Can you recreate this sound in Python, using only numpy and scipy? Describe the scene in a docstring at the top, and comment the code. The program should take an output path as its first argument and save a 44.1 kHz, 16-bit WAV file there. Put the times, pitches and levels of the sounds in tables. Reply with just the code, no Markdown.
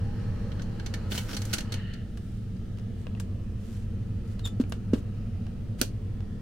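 """An air handler's blower rumbles in its ducts in a small room; air rushes and whines at the open filter slot.
A sheet-metal cover knocks against its frame and scrapes home in three shoves. The rush dies, and air
hisses through the last gap until that seals too. Hands rub over crinkling foil tape and work a brass
latch: it ticks, squeaks once and makes the panel thump twice, then snaps shut on a third thump,
leaving the foil shivering. The blower runs on."""
import sys
import numpy as np
from scipy import signal
from scipy.fft import rfft, irfft, next_fast_len
from scipy.io import wavfile
from scipy.ndimage import uniform_filter1d, map_coordinates

SR = 44100
rng = np.random.default_rng(int(sys.argv[2]) if len(sys.argv) > 2 else 0)


def digitize_waveform(pressure):
    """Quantize a signal to 16-bit integers and store it at the path in sys.argv[1].

    Rows of a 2-D input are taken as channels; values are limited to [-1, 1].
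    """
    field = np.atleast_2d(pressure).T
    bounded = np.clip(field, -1, 1)
    quanta = np.round(bounded * 32767).astype(np.int16)
    wavfile.write(sys.argv[1], SR, quanta)


N = 282681
TIME = np.arange(N) / SR
HIT_TIME = np.arange(SR // 4) / SR
SLOT_SHUT_S, SLOT_FALL_DB_PER_S = 1.79, 150  # the cover passes over the open slot

# the panel giving way: start_s, peak_db, low_mode_lift_db
PANEL_THUMPS = [(4.599, -13.5, 11), (4.9339, -8.5, 1.5), (5.813, -18.5, 6.5)]
# tone colour of light contacts on tab and foil: frequency_hz, gain_db
TICK_COLOUR = [(150, -7), (500, 4.5), (1000, 2), (2700, -5), (5000, -3.5), (9000, -6.5), (16000, -17)]


def cover():
    """The sheet hisses along the foil, grates where its edge bites and knocks against the frame."""
    # pushes that drive the cover home: start_s, end_s, hiss_db, grit_db
    shoves = [(1.122, 1.185, -38, -51), (1.295, 1.35, -48, -41), (1.497, 1.592, -58, -47.5)]
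    # the cover hitting its frame: start_s, level_db, hardness_db, spot_hz, spot_lift_db
    knocks = [(0.5168, -43.5, -19.5, 3140, 5), (0.5939, -41.5, -21, 1560, 15), (0.619, -44, -8.5, 6240, 7),
              (0.7961, -40, -15.5, 1590, 11), (0.8607, -36.5, -7.5, 6060, 4.5),
              (0.9383, -33.5, -7.5, 1790, 7.5), (1.1184, -31.5, -18, 3400, 12), (1.177, -29, -4, 3000, 11),
              (1.331, -37.5, -9, 1510, 7), (1.3457, -37.5, -7, 5750, 13), (1.3656, -32.5, -1, 4350, 4),
              (1.417, -37.5, 0, 6200, 3), (1.4511, -40.5, 7, 7360, 5), (1.5292, -29, -2, 1480, 6),
              (1.5342, -24.5, 1.5, 2710, 8), (1.542, -34.5, -6, 9200, 14), (1.5822, -30.5, -5, 1800, 2),
              (1.605, -37, -3, 2860, 7), (1.721, -32.5, -4, 4005, 6), (1.739, -34.5, -6, 2980, 5),
              (1.936, -44, -9, 4350, 5)]
    # tone colours of the slide, the biting edge and the knocks: frequency_hz, gain_db
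    scrape_colour = [(500, -1.5), (1300, -7), (2500, -6.5), (6000, -8.5), (11000, -13), (16000, -15.5)]
    grit_colour = [(150, -6), (280, 16.5), (700, -2), (1050, -4), (1500, 4.5), (2200, -3), (3000, -3),
                   (6000, -8), (9000, -23), (16000, -35)]
    knock_colour = [(120, -26.5), (200, -1), (700, -17), (1450, -17.5), (4300, -16.5), (6300, -15.5),
                    (9060, -20), (11700, -23), (16000, -31)]
    # resonances and nulls of the sheet, and resonances of its edge: centre_hz, width_hz, gain_db
    sheet_modes = [(1070, 320, -11), (1470, 160, 9.5), (1780, 120, 4), (2240, 96, 7), (2400, 130, -4.5),
                   (2940, 250, 5.5), (4340, 480, 8), (6050, 400, 5)]
    edge_modes = [(1480, 140, 5), (2980, 380, 3), (5540, 800, 9)]

    push = lambda start, end: held(start, end, rise_db_per_s=750, fall_db_per_s=329)
    sliding = amp(-53) * push(shoves[0][0], shoves[-1][1])  # light contact from first shove to last
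    hissing = sum(amp(db) * push(start, end) for start, end, db, _ in shoves)
    grating = sum(amp(db) * push(start, end) for start, end, _, db in shoves)
    judder = amp(1.2 * wobble(90) + 1.8 * wobble(600))
    friction = rush(lambda hz: along(scrape_colour, hz) + .5 * bumps(sheet_modes, hz))
    slide = np.hypot(sliding, hissing) * unit(judder * friction)
    catches = np.array([slips(per_s=500), slips(per_s=400)])
    grit = spread(catches, lambda hz: along(grit_colour, hz) + bumps(edge_modes, hz))
    ring_s = lambda db: 0.037 * 2 ** ((db + 30) / 37)  # heavier knocks shake the sheet for longer
    blows = [(s, db, hard_db, ring_s(db), spot(hz, lift_db)) for s, db, hard_db, hz, lift_db in knocks]
    # the floppy sheet seats over a few milliseconds
    clatter = contacts(blows, lambda hz: along(knock_colour, hz) + bumps(sheet_modes, hz),
                       rise_s=.0022, width=0.82, low_db=-2.5, thud=0.33)
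    return slide + grating * unit(grit) + clatter


def snap():
    """The latch snaps shut with its whole body and leaves the foil shivering in a dense, noisy tail."""
    # the latch closing: start_s, level_db, hardness_db, t60_s
    closing = [(5.814, -16.5, 3.5, 0.014)]
    # tone colours of the latch and the shivering foil: frequency_hz, gain_db
    latch_colour = [(150, -17), (400, -16), (800, -24.5), (2000, -29), (4000, -20), (9000, -18),
                    (16000, -22.5)]
    foil_colour = [(150, -20), (520, 3), (950, -18.5), (1540, -12), (2200, -18), (2800, -9), (5000, -19),
                   (5950, -8), (7500, -16), (10500, -22), (16000, -25)]
    # broad resonances and nulls of the latch: centre_hz, width_hz, gain_db
    latch_modes = [(1060, 350, -4), (1560, 460, 26), (2460, 270, 8.5), (2930, 600, 12.5),
                   (4450, 1100, 12.5), (6040, 450, 10), (10600, 680, 5), (12200, 1100, 0)]
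    foil_db, foil_hardness_db, foil_t60_s = -12.5, -2, 0.08  # level relative to the snap
    blows = [(s, db, hard_db, t60, []) for s, db, hard_db, t60 in closing]
    shivers = [(s, db + foil_db, foil_hardness_db, foil_t60_s, []) for s, db, _, _ in closing]
    crack = contacts(blows, lambda hz: along(latch_colour, hz) + bumps(latch_modes, hz),
                     rise_s=0.00044, width=0.72, low_db=-1.5)
    return crack + contacts(shivers, lambda hz: along(foil_colour, hz), rise_s=0.0036, width=1.0)


def panel():
    """The taped panel gives under the thumbs with a damped low thump."""
    # tone colour of a thump: frequency_hz, gain_db
    thump_colour = [(60, -33), (130, -13.5), (180, -3), (250, 2.5), (320, -6), (400, -4.5), (480, -13),
                    (570, -13.5), (730, -38.5), (1500, -41), (2500, -59), (8000, -78)]
    mode_hz, mode_width_hz = 255, 105  # the panel's lowest mode
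    track = np.zeros((2, N))
    push = signal.unit_impulse(len(HIT_TIME))[None]
    for s, db, lift_db in PANEL_THUMPS:
        low_mode = [(mode_hz, mode_width_hz, lift_db)]
        thump = causal(push, lambda hz: along(thump_colour, hz) + bumps(low_mode, hz), size=8192)
        add(track, s, amp(db) * thump / np.abs(thump).max())
    return track


def latch():
    """The brass tab ticks under the fingers and rattles when the panel thumps."""
    # touches on the tab: start_s, level_db, hardness_db, spot_hz, spot_lift_db
    clicks = [(2.173, -46.5, -4, 1700, 6), (2.7848, -49.5, -9, 2885, 3), (3.0682, -35, -22, 2590, 8),
              (3.1498, -44, -25, 2660, 13), (3.175, -51, -17, 1870, 24), (3.1987, -39.5, -1.5, 7400, 4.5),
              (4.3927, -44, -7, 4160, 10), (4.4712, -41.5, 1, 3600, 5), (4.612, -44, -3, 4310, 6),
              (4.6385, -40.5, -25, 2350, 16), (4.6944, -52, 5, 10900, 16), (4.7218, -31, -9.5, 535, 4),
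              (5.466, -48, -12, 2800, 6), (6.205, -46, -17, 1380, 5)]
    # resonances and nulls of the tab: centre_hz, width_hz, gain_db
    tab_modes = [(800, 260, -8.5), (1230, 230, 2), (1660, 270, 4), (2160, 680, -3), (2830, 350, 7.5),
                 (3630, 300, 0), (10600, 900, 1)]
    rattle_db, rattle_hardness_db, rattle_t60_s = -30, -10, 0.08  # level relative to the thump
    ring_s = lambda hard_db: 0.037 * 2 ** (hard_db / 8)  # a finger dulls and damps the tab together
    ticks = [(s, db, hard_db, ring_s(hard_db), spot(hz, lift_db))
             for s, db, hard_db, hz, lift_db in clicks]
    rattles = [(s, db + rattle_db, rattle_hardness_db, rattle_t60_s, []) for s, db, _ in PANEL_THUMPS]
    return contacts(ticks + rattles, lambda hz: along(TICK_COLOUR, hz) + bumps(tab_modes, hz),
                    rise_s=0.00056, width=0.68, thud=0.55)


def squeak():
    """The brass tab slips once with a falling stick-slip tone; overtones and rasp grow with pressure."""
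    # harmonics at full pressure, from the fundamental up: gain_db
    harmonics = [2, -7, -20, -22]
    start_s, end_s = 4.453, 4.465
    pitch_hz, sag_hz_per_s, jitter_share = 3620, 9000, .026
    glide_hz = np.clip(pitch_hz - sag_hz_per_s * (TIME - start_s), pitch_hz / 2, 2 * pitch_hz)
    phase = 2 * np.pi * np.cumsum(glide_hz * (1 + jitter_share * wobble(2500))) / SR
    pressure = held(start_s, end_s, rise_db_per_s=1600, fall_db_per_s=3000)
    tone = sum(amp(db) * pressure ** np.sqrt(k) * np.sin(k * phase) for k, db in enumerate(harmonics, 1))
    chatter = amp(2.1 * wobble(900))
    rasp = amp(-5.5) * pressure ** 2 * rush(lambda hz: along(TICK_COLOUR, hz))
    return amp(-37.5) * chatter * (np.sqrt(2) * tone + rasp)


def hands():
    """Hands rub over foil tape and latch; each stroke swells and fades with a fine grain."""
    # strokes: start_s, length_s, level_db
    rubs = [(2.036, 0.5, -67.5), (2.956, 0.11, -65), (3.555, 0.33, -59.5), (4.23, 0.16, -63.5),
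            (4.923, 0.093, -57.5), (5.778, 0.067, -48)]
    # tone colour of the rubbing: frequency_hz, gain_db
    rub_colour = [(600, -9), (1400, -0.5), (4300, -3), (8000, -4.5), (13000, -12), (16000, -17)]
    strokes = sum(amp(db) * np.sin(np.pi * np.clip((TIME - s) / length, 0, 1)) for s, length, db in rubs)
    grain = amp(wobble(40) + 2 * wobble(400))
    return strokes * unit(grain * rush(lambda hz: along(rub_colour, hz)))


def crinkles():
    """The foil tape gives faint ticks at random while the fingers feel for the latch."""
    start_s, length_s, ticks_per_s = 2.25, 0.55, 7
    loudest_db, hardness_db, t60_s = -54, -8, .018
    draws = rng.random((round(length_s * ticks_per_s), 3))
    ticks = [(start_s + when * length_s, loudest_db - 5 * weak, hardness_db, t60_s,
              spot(hz=1500 * 4 ** pitch, lift_db=10)) for when, weak, pitch in draws]
    return contacts(ticks, lambda hz: along(TICK_COLOUR, hz), rise_s=0.00039, width=1.0)


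def suction():
    """Air rushes into the open slot, then hisses higher through the last gap until that seals."""
    # tone colour of the flow into the open slot: frequency_hz, gain_db
    slot_colour = [(160, -53), (280, -14), (326, -4), (361, -32), (393, -20), (465, 2), (664, -6.5),
                   (800, -12), (980, -11), (1740, -13.5), (3860, -24.5), (4350, -22), (16000, -42.5)]
    # resonances of the open slot: centre_hz, width_hz, gain_db
    slot_modes = [(710, 100, -4), (874, 170, 6.5), (1288, 45, 9.5), (1650, 450, 4.5), (3200, 300, 5),
                  (4220, 420, 7)]
    # resonances of the last narrow gap: centre_hz, half_width_hz, gain_db
    gap_modes = [(1340, 90, -1), (1820, 200, 6.5), (2940, 200, 6), (4170, 260, -3)]
    sealed_s = 1.92
    slot = rush(lambda hz: along(slot_colour, hz) + bumps(slot_modes, hz))
    gap_gain = lambda hz: sum(amp(db) / (1 + ((hz - centre) / half_width) ** 2)
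                              for centre, half_width, db in gap_modes)
    gap = rush(lambda hz: 20 * np.log10(gap_gain(hz)))
    wide_open = amp(-51.5) * held(0, SLOT_SHUT_S, 0, SLOT_FALL_DB_PER_S)
    narrowing = amp(-49.5) * held(SLOT_SHUT_S, sealed_s, rise_db_per_s=100, fall_db_per_s=120)
    unrest = amp(.8 * wobble(11.67))
    return unrest * (wide_open * slot + narrowing * gap)


def whine():
    """The blower's wavering tones escape while the slot is open."""
    # blower tones: pitch_hz, level_db
    partials = [(465, -64), (803, -65)]
    waver_hz, flutter_db = 6.5, 4
    tone = lambda hz: np.sin(2 * np.pi * np.cumsum(hz + waver_hz * wobble(30.02)) / SR)
    tones = sum(amp(db) * unit(amp(flutter_db * wobble(12.04)) * tone(hz)) for hz, db in partials)
    return tones * held(0, SLOT_SHUT_S, 0, SLOT_FALL_DB_PER_S)


def blower():
    """Fan turbulence booms in the ducts' standing waves, under a soft hiss of flow."""
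    # tone colours of the duct rumble and the flow in the closed cabinet: frequency_hz, gain_db
    rumble_colour = [(18, -7), (43, -3.5), (65, -7.5), (102, 1), (120, -5.5), (140, -12), (156, -17.5),
                     (190, -9), (232, -13), (271, -24), (336, -23), (403, -30), (435, -24), (700, -41.5),
                     (1540, -120)]
    flow_colour = [(410, -11), (700, -6), (757, -8.5), (1080, -16), (1820, -13.5), (2370, -15),
                   (3110, -19.5), (5190, -23), (7990, -29), (9110, -26), (9860, -32.5), (16000, -36)]
    # standing waves and nulls of the ducts and the cabinet: centre_hz, width_hz, gain_db
    duct_modes = [(57.3, 12.7, 5.5), (69, 26.8, -8.5), (94.4, 21.6, 3.5), (174, 16, 2), (192, 11, 2.5),
                  (226.7, 15, 5), (465, 22, 2.5)]
    cabinet_modes = [(1284, 180, 6.5), (2210, 500, -4.5), (3040, 430, 3.5)]
    # a null near the cabinet that hollows the hiss: centre_hz, width_hz, gain_db
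    null = [(1090, 350, -9)]
    # how deeply it does so: time_s, share (0-1)
    hollowing = [(1.75, 0.9), (1.95, 1), (2.55, 0.44), (3.0, 0.08), (5.8, 0), (6.1, 0)]
    rumble = rush(lambda hz: along(rumble_colour, hz) + bumps(duct_modes, hz))
    escape_db = np.interp(TIME, [.6, 2.2, 6.4], [-30.3, -33.3, -32])  # the shut cover holds some rumble in
    hiss = rush(lambda hz: along(flow_colour, hz) + bumps(cabinet_modes, hz))
    machine = amp(escape_db + 0.72 * wobble(4.23)) * rumble + amp(-58.5 + 0.12 * wobble(2.77)) * hiss
    hollow = filtered(machine, lambda hz: amp(bumps(null, hz)))
    share = np.clip(np.interp(TIME, *np.transpose(hollowing)), 0, 1)
    return (1 - share) * machine + share * hollow


def drifting(x):
    """Narrow peaks and dips above the bass come and go as the listener moves through standing waves."""
    hz, _, spectrum = signal.stft(x, SR, nperseg=1024)
    field = uniform_filter1d(rng.standard_normal(spectrum.shape[1:]), size=5, axis=0)  # smooth in pitch
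    field = uniform_filter1d(field, size=40, axis=1)  # and in time
    depth_db = 1.6 * along([(250, 0), (600, 1), (4000, 1), (12000, .5)], hz)[:, None]
    return signal.istft(spectrum * amp(depth_db * unit(field)), SR, nperseg=1024)[1][:, :N]


def room(x):
    """The small room adds a short diffuse tail that differs between left and right above the bass."""
    # reverberation time: frequency_hz, t60_s
    decay_times = [(150, 0.2), (1000, 0.14), (4000, 0.17), (9000, 0.17), (16000, 0.12)]
    hz, t, noise = signal.stft(rng.standard_normal((2, SR // 2)), SR, nperseg=256)
    decay = amp(-60 * t / along(decay_times, hz)[:, None])
    onset = 1 - np.exp(-t / 0.0014)
    reflections = signal.istft(noise * decay * onset, SR, nperseg=256)[1]
    tail = spread(reflections, np.zeros_like)[:, :SR // 2]
    return signal.fftconvolve(x, tail / np.linalg.norm(tail[0]), axes=1)[:, :N]


def contacts(hits, colour_db, rise_s, width, low_db=0, thud=0):
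    """Cracks ring the part and the spot struck; hardness lifts the treble, thud gives soft hits bass."""
    track = np.zeros((2, N))
    for s, db, hard_db, t60_s, resonances in hits:
        mid, side = burst(np.clip(t60_s, .004, .12), rise_s)
        crack = np.array([mid + width * side, mid - width * side])
        tilt = [(700, low_db - thud * hard_db), (1400, 0.0058), (3500, 0), (10000, hard_db)]
        hit = causal(crack, lambda hz: colour_db(hz) + along(tilt, hz) + bumps(resonances, hz))
        peak_power = uniform_filter1d(np.mean(hit ** 2, axis=0), size=128).max()
        add(track, s, amp(db) * hit / np.sqrt(peak_power))
    return track


def spot(hz, lift_db):
    """The resonance that one point of contact favours; higher ones are wider and die faster."""
    return [(hz, .16 * hz, lift_db)]


def burst(t60_s, rise_s):
    """Two noise bursts that build and die, with their energy spread evenly over frequency."""
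    envelope = (1 - np.exp(-HIT_TIME / rise_s)) * amp(-60 * HIT_TIME / t60_s)
    spectrum = rfft(rng.standard_normal((2, len(HIT_TIME))) * envelope)
    even = spectrum / np.sqrt(uniform_filter1d(np.abs(spectrum) ** 2, size=90, axis=1))
    return irfft(even, len(HIT_TIME)) * (HIT_TIME < 2 * t60_s)


def slips(per_s):
    """Tiny stick-slip impulses of uneven size at random moments."""
    return (rng.random(N) < per_s / SR) * rng.standard_normal(N)


def rush(curve_db):
    """Stereo noise of rms 1 with a dB colour."""
    return unit(spread(rng.standard_normal((2, N)), curve_db))


def spread(pair, curve_db):
    """Two unrelated signals become left and right, coloured and near mono in the bass."""
    # how alike left and right are: frequency_hz, correlation
    likeness = [(60, 0.97), (130, 0.99), (290, 0.89), (640, 0.2), (1410, 0.69), (3100, 0.3), (6820, 0.12),
                (15000, 0.18)]
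    angle = lambda hz: np.arccos(np.clip(along(likeness, hz), -1, 1)) / 2
    mid, side = filtered(pair, lambda hz: amp(curve_db(hz)) * [np.cos(angle(hz)), np.sin(angle(hz))])
    return np.array([mid + side, mid - side])


def held(start_s, end_s, rise_db_per_s, fall_db_per_s):
    """Envelope that reaches 1 at start_s, holds until end_s and dies away."""
    return amp(-rise_db_per_s * np.maximum(start_s - TIME, 0) - fall_db_per_s * np.maximum(TIME - end_s, 0))


def wobble(knots_per_s):
    """A smooth random curve."""
    return map_coordinates(rng.standard_normal(int(N * knots_per_s / SR) + 4), [TIME * knots_per_s])


def filtered(x, response):
    """x through a zero-phase filter whose gain is a function of frequency."""
    size = next_fast_len(N + SR // 2)
    return irfft(rfft(x, size) * response(np.fft.rfftfreq(size, 1 / SR)), size)[..., :N]


def causal(x, curve_db, size=2048):
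    """x through the minimum-phase filter of a dB curve, so nothing rings ahead of a hit."""
    cepstrum = irfft(np.log(amp(curve_db(np.fft.rfftfreq(size, 1 / SR))) + 1e-6))
    cepstrum[1:size // 2] *= 2
    cepstrum[size // 2 + 1:] = 0
    impulse_response = irfft(np.exp(rfft(cepstrum)))
    return signal.fftconvolve(x, impulse_response[None], axes=1)[:, :x.shape[1]]


def bumps(modes, hz):
    """dB curve of a set of resonances and nulls."""
    return sum(db / (1 + (2 * (hz - centre) / width) ** 2) for centre, width, db in modes)


def along(points, hz):
    """(frequency_hz, value) points read on a log axis."""
    knots_hz, values = np.transpose(points)
    return np.interp(np.log(hz + 1), np.log(knots_hz + 1), values)


def add(track, start_s, sound):
    """Mix a sound into a track."""
    part = track[:, round(start_s * SR):][:, :sound.shape[-1]]
    part += sound[..., :part.shape[1]]


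def amp(db):
    """Decibels to gain."""
    return 10 ** (np.asarray(db) / 20)


def unit(x):
    """x at rms 1."""
    return x / np.sqrt(np.mean(x ** 2) + 1e-20)


def scene():
    """Close handling of cover and latch, with a little room, over the running machine."""
    sheet, brass, shut, thumps = cover(), latch() + squeak(), snap(), panel()
    reverb = room(amp(-9) * (sheet + brass) + amp(-10.5) * shut + amp(-8) * thumps)
    air = drifting(blower() + suction())
    mix = air + whine() + hands() + crinkles() + sheet + brass + shut + thumps + reverb
    return mix * amp([[-.25], [.25]])  # leans slightly right


def record(dry):
    """The very top of the treble is cut off steeply."""
    top_hz, slope_width_hz = 16100, 600
    return filtered(dry, lambda hz: np.clip((top_hz - hz) / slope_width_hz + .5, 0, 1) ** 2)


dry = scene()
out = record(dry)
digitize_waveform(out)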